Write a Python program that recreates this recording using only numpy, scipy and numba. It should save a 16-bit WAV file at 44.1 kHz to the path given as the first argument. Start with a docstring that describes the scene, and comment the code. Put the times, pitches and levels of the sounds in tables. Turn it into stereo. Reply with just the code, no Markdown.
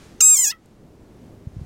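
"""A frog's squeak on sand

Close to the microphone, a small round frog gives one shrill squeak. Its vocal membranes buzz through
a sharp throat resonance; pitch and resonance sink as the air runs out, with a rasp midway.
Faint outdoor rumble and hiss duck under the recorder's gain control; the sand rustles,
and wind nudges the microphone at the end."""
import sys
import numpy as np
from scipy import signal
from scipy.fft import rfft, irfft
from scipy.io import wavfile
from scipy.ndimage import minimum_filter1d, map_coordinates
from numba import njit

SR = 44100
rng = np.random.default_rng(int(sys.argv[2]) if len(sys.argv) > 2 else 0)


def store_wav(level_fs):
    """Save 16-bit WAV to argv[1]."""
    pcm = np.round(np.clip(np.atleast_2d(level_fs), -1, 1) * 32767)
    wavfile.write(sys.argv[1], SR, pcm.T.astype(np.int16))


N = 72765


def undb(db):
    return 10 ** (np.asarray(db) / 20)


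def curve(table, column=1):
    """One column of a table, joined by straight lines in time."""
    rows = np.array(table)
    return np.interp(np.arange(N) / SR, rows[:, 0], rows[:, column])


def response(spectrum, hz):
    """Gain of a (frequency [Hz], level [dB]) spectrum at the given frequencies."""
    rows = np.array(spectrum)
    return undb(np.interp(np.log(hz + 1), np.log(rows[:, 0]), rows[:, 1]))


def noise(spectrum):
    """Coloured noise of rms 1; the spectrum sets only its shape."""
    hz = np.arange(N // 2 + 1) * SR / N
    x = irfft(rfft(rng.standard_normal(N)) * response(spectrum, hz), N)
    return x / x.std()


def stereo_noise(spectrum):
    """Independent coloured noise in each channel."""
    return np.array([noise(spectrum), noise(spectrum)])


def drift(rate_hz):
    """Smooth random drift of spread near 1."""
    return map_coordinates(rng.standard_normal(N), [np.arange(N) * rate_hz / SR], mode="mirror")


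@njit
def bandpass(x, hz, width_hz):
    """State-variable band-pass, gain 1 at the centre."""
    out, band_state, low_state = np.empty(len(x)), 0., 0.
    g, damping = np.tan(np.pi * hz / SR), width_hz / hz
    for i in range(len(x)):
        band = (band_state + g * (x[i] + 1e-18 - low_state)) / (1 + g * (g + damping))
        band_state = 2 * band - band_state
        low_state += 2 * g * band
        out[i] = damping * band
    return out


def resonance(x, hz, width_hz):
    """A steep resonance: the band-pass applied twice."""
    hz, width_hz = float(hz), float(width_hz)
    return bandpass(bandpass(x, hz, width_hz), hz, width_hz)


@njit
def follow_peak(x, rest, attack, release):
    """Peak follower that rises fast and sinks slowly back to rest."""
    out, peak = np.empty(len(x)), rest
    for i in range(len(x)):
        peak = peak + (x[i] - peak) * attack if x[i] > peak else max(peak * release, rest)
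        out[i] = peak
    return out


def outdoors():
    """Distant rumble, alike in both channels, under a wide hiss."""
    # spectra of the open air (frequency [Hz], level [dB])
    rumble_spectrum = [(30, -4), (120, 0.5), (250, 0.5), (400, -5), (700, -16.5), (1400, -35),
                       (4000, -43.5)]
    hiss_spectrum = [(100, 1.5), (400, 2.5), (900, -4.5), (1500, -11.5), (3000, -20), (7000, -24.5),
                     (11000, -29), (16000, -37.5)]
    rumble_db, hiss_db = -47, -53
    hiss = stereo_noise(hiss_spectrum) * undb(hiss_db + .7 * drift(5))
    rumble = noise(rumble_spectrum) * undb(rumble_db + 1.1 * drift(8))
    return rumble + hiss


def sand(t):
    """Soft scuffs in the sand, and single grains ticking."""
    # rustle of sand (frequency [Hz], level [dB])
    scuff_spectrum = [(300, -0.5), (1500, 1.5), (3000, -2.5), (7000, -5.5), (11000, -14.5), (16000, -28.5)]
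    # scuffs (time [s], level [dB], length [s])
    scuffs = [(0.029, -50, .14), (.67, -61.5, .14), (1.27, -68, .12), (1.631, -60.5, .1)]
    # grain ticks (time [s], level [dB])
    ticks = [(.1624, -50), (.1814, -47), (.6595, -32)]
    swells = sum(undb(db) / np.hypot(1, 2 * (t - at) / length) for at, db, length in scuffs)
    spikes = sum(undb(db) * (t >= at) * np.exp(-np.abs(t - at) / .00037) for at, db in ticks)
    channels = []
    for _ in range(2):
        rustle = swells * noise(scuff_spectrum)
        grains = resonance(spikes * rng.standard_normal(N), hz=8000, width_hz=12000)
        channels.append(rustle + grains)
    return np.array(channels)


def wind(t):
    """An uneven breeze on the microphone, with a few soft thumps."""
    # wind noise at the microphone (frequency [Hz], level [dB])
    wind_spectrum = [(20, -7.5), (45, -2), (110, -1), (200, -12), (500, -31), (2000, -56.5)]
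    # strength of the breeze (time [s], level [dB])
    breeze = [(0, -49.5), (.3, -51.5), (.9, -53), (1.1, -39), (1.22, -49.5), (1.33, -46.5), (1.42, -43.5),
              (1.65, -43)]
    # puffs hitting the microphone (time [s], peak level [dB], frequency [Hz])
    puffs = [(1.469, -9.5, 115), (1.531, -25.5, 79.3), (1.559, -25, 147), (1.565, -12, 120),
             (1.583, -15, 89), (1.613, -12, 120), (1.626, -19, 110)]
    buffeting = noise(wind_spectrum) * undb(curve(breeze) + 1.5 * drift(9))
    for at, db, hz in puffs:
        age = np.maximum(t - at, 0)
        push = age * np.exp(-age * hz * 6)
        thump = resonance(push, hz, width_hz=hz * 1.26)
        buffeting += undb(db) * thump / np.abs(thump).max()
    return buffeting * np.array([[1], [-.52]])  # wind drives the channels in opposite directions


def ground_echo(x, t):
    """Faint, short scatter from the ground nearby."""
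    # colour of the scatter (frequency [Hz], level [dB])
    scatter_spectrum = [(800, 0), (2500, 2.5), (5000, -5.5), (7500, -13), (10000, 1), (15000, 6)]
    echo_db, t60_s = -18, .13
    tail = stereo_noise(scatter_spectrum) * np.exp(-np.log(1000) * t / t60_s)
    tail /= np.sqrt(np.sum(tail[0] ** 2))
    return undb(echo_db) * signal.fftconvolve(x, tail, axes=1)[:, :N]


def ground_reflection(x):
    """A reflection from the ground nearby gives each channel its own level and phase at each frequency."""
    # stereo image of the frog (frequency [Hz], left minus right [dB], left lead [rad])
    image = [(1000, 0, -0.18), (2500, -2.5, 0.87), (3700, 10.5, 1.4), (4200, 3.5, -1.5), (5400, -12, -0.14),
             (6240, 9, 2.1), (6475, 2, 0.0022), (7100, -2, -0.94), (8300, -4, .1), (10100, 1, 2),
             (11500, 3, 0), (12600, -5, 0.57), (15500, 2, 1.2)]
    hz, rows = np.arange(N // 2 + 1) * SR / N, np.array(image)
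    sides = np.array([[.5], [-.5]])
    pan_db = sides * np.interp(hz, rows[:, 0], rows[:, 1])
    lead = sides * np.interp(hz, rows[:, 0], rows[:, 2])
    return irfft(rfft(x) * undb(pan_db) * np.exp(1j * lead), N)


def aftertone(t):
    """A few soft tones linger as the throat closes."""
    # dying tones (frequency [Hz], level [dB], time to fall 60 dB [s])
    tones = [(1297, -32, .14), (1930, -29, .11), (2600, -28, .05), (3230, -39, .09)]
    start_s, attack_s = .523, .00068
    age = np.maximum(t - start_s, 0)
    wavering_time = np.cumsum(1 + .02 * drift(200)) / SR
    ring = sum(undb(db - 60 * age / t60) * np.sin(2 * np.pi * hz * wavering_time)
               for hz, db, t60 in tones)
    return (1 - np.exp(-age / attack_s)) * ring


def breath(cycles):
    """Air pulsed once a membrane cycle, with a high band of rasp."""
    # air in the voice (frequency [Hz], level [dB])
    air_spectrum = [(700, -45.5), (1500, -30), (4000, -22), (6000, -12), (8000, -5), (11000, -5.5),
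                    (14000, -2.5), (16000, -5)]
    rasp_db, air_db, rasp_low_hz = -7, -11, 6800
    pulses = 1 + np.cos(2 * np.pi * cycles)
    air = pulses * (noise(air_spectrum) + .55 * stereo_noise(air_spectrum))
    rasp = np.array([resonance(channel, hz=8120, width_hz=1900) for channel in air])
    rasp = signal.sosfilt(signal.butter(6, rasp_low_hz, "high", fs=SR, output="sos"), rasp)
    return undb(rasp_db) * rasp / rasp.std() + undb(air_db) * air / air.std()


def membranes(t, start_s, pitch_hz, cycles, throat_hz, ring_gain, rough):
    """Membrane harmonics buzz and ring the throat; roughness shakes their timing and level."""
    # harmonics of the bare buzz (frequency [Hz], level [dB])
    buzz_spectrum = [(820, -44), (1050, -40.5), (1280, -33), (1700, -30.5), (2550, -28.5), (3600, -33.5),
                     (4400, -39.5), (6000, -26), (9500, -33.5), (11500, -33), (14000, -28), (16000, -28.5)]
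    throat_width_hz = 1200
    jitter_cycles, flutter_db = .014, 5  # at full roughness
    onset_db, onset_s, onset_top_hz = 13.5, .012, 7000  # the lower harmonics start hard
    close_s, close_db_per_s_per_khz = .488, 55  # the buzz dulls at the end
    jitter = jitter_cycles * rough * drift(900)
    onset_gain = undb(onset_db * np.exp(-np.maximum(t - start_s, 0) / onset_s))
    dull_db_per_hz = -close_db_per_s_per_khz * np.maximum(t - close_s, 0) / 1000
    voice = 0
    for harmonic in range(1, 20):
        hz = harmonic * pitch_hz
        detuning = throat_hz / throat_width_hz * (hz / throat_hz - throat_hz / hz)
        ring = ring_gain / (1 + 1j * detuning) ** 2
        lift = 1 + (onset_gain - 1) / (1 + (hz / onset_top_hz) ** 4)
        dulling = undb(dull_db_per_hz * np.maximum(hz - 2500, 0))
        buzz = lift * response(buzz_spectrum, hz) * dulling
        shaken_cycles = cycles + jitter * np.minimum(hz / throat_hz, 1) ** 4
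        partial = ((ring - buzz) * np.exp(2j * np.pi * harmonic * shaken_cycles)).real
        flutter = undb(flutter_db * rough * drift(220))
        voice += partial * flutter * (hz < SR * .4)
    return voice


def squeak(t):
    """The frog's call: a brief scrape, then buzzing membranes, with pulsed air where it turns rough."""
    # pitch of the membranes (time [s], frequency [Hz])
    pitch = [(.205, 1450), (.209, 1359), (.215, 1254), (.223, 1219), (.235, 1258), (.25, 1267), (.27, 1277),
             (.296, 1266), (.32, 1255), (.342, 1232), (.358, 1159), (.377, 1058), (.396, 1043),
             (.425, 1017), (.442, 971), (.46, 863), (.482, 820.4), (.497, 843), (.508, 882), (.522, 1043)]
    # throat resonance (time [s], centre [Hz], level [dB])
    throat = [(.205, 5940, -2.5), (.209, 6400, 4), (.215, 6380, -1.5), (.222, 7230, 0), (.27, 7650, 4),
              (.345, 7540, 1.5), (.366, 7000, -6.5), (.384, 6707, -7), (.394, 7350, -1.5),
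              (.42, 7490, -5.5), (.445, 6960, -4), (.455, 6400, -6.5), (.465, 6920, -9), (.482, 6651, -7),
              (.494, 5957, -17), (.506, 5220, -12.5), (.514, 4505, -21), (.521, 2800, -28)]
    # roughness of the voice (time [s], roughness [0-1])
    roughness = [(.205, .5), (.222, .16), (.245, .04), (.345, .04), (.358, .15), (.369, .9), (.384, .9),
                 (.395, .13), (.43, .06), (.452, .26), (.47, .1), (.51, .2)]
    # noise as the membranes start (frequency [Hz], level [dB])
    scrape_spectrum = [(700, -14), (1500, -0.5), (4000, -0.5), (5500, 6.5), (7000, 3), (10000, -10),
                       (16000, -15.5)]
    start_s, attack_s, end_s, release_s = .2048, .0048, .527, .0087
    scrape_db, scrape_s = -19, .008
    pitch_hz = curve(pitch) * (1 + .0017 * drift(300))  # a slight, fast waver
    cycles = np.cumsum(pitch_hz) / SR
    throat_hz, throat_gain = curve(throat), undb(curve(throat, column=2))
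    rough = curve(roughness)
    voice = membranes(t, start_s, pitch_hz, cycles, throat_hz, throat_gain, rough)
    air = throat_gain * rough * breath(cycles)
    scrape = undb(scrape_db) * noise(scrape_spectrum) * np.exp(-np.abs(t - start_s) / scrape_s)
    gate = np.clip((t - start_s) / attack_s, 0, 1) * np.clip((end_s - t) / release_s, 0, 1)
    return (voice + scrape + air) * gate


def scene():
    """The frog right at the microphone, in front of its quiet surroundings."""
    t = np.arange(N) / SR
    frog = ground_reflection(squeak(t) + aftertone(t))
    return frog + ground_echo(frog, t) + wind(t) + sand(t) + outdoors()


def record(dry):
    """The recorder's gain control clamps the squeak and recovers slowly; the highest treble is cut."""
    limit_db, look_ahead_s, attack_s, recover_db_per_s = -2.5, .001, .0006, 13
    top_hz = 15800
    ceiling = float(undb(limit_db))
    attack = 1 - np.exp(-1 / (attack_s * SR))
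    release = float(undb(-recover_db_per_s / SR))
    window = 2 * int(look_ahead_s * SR) + 1
    coming_peak = -minimum_filter1d(-np.abs(dry).max(axis=0), window)
    gain = ceiling / follow_peak(coming_peak, ceiling, attack, release)
    return signal.sosfilt(signal.ellip(10, .2, 80, top_hz, fs=SR, output="sos"), dry * gain)


dry = scene()
out = record(dry)
store_wav(out)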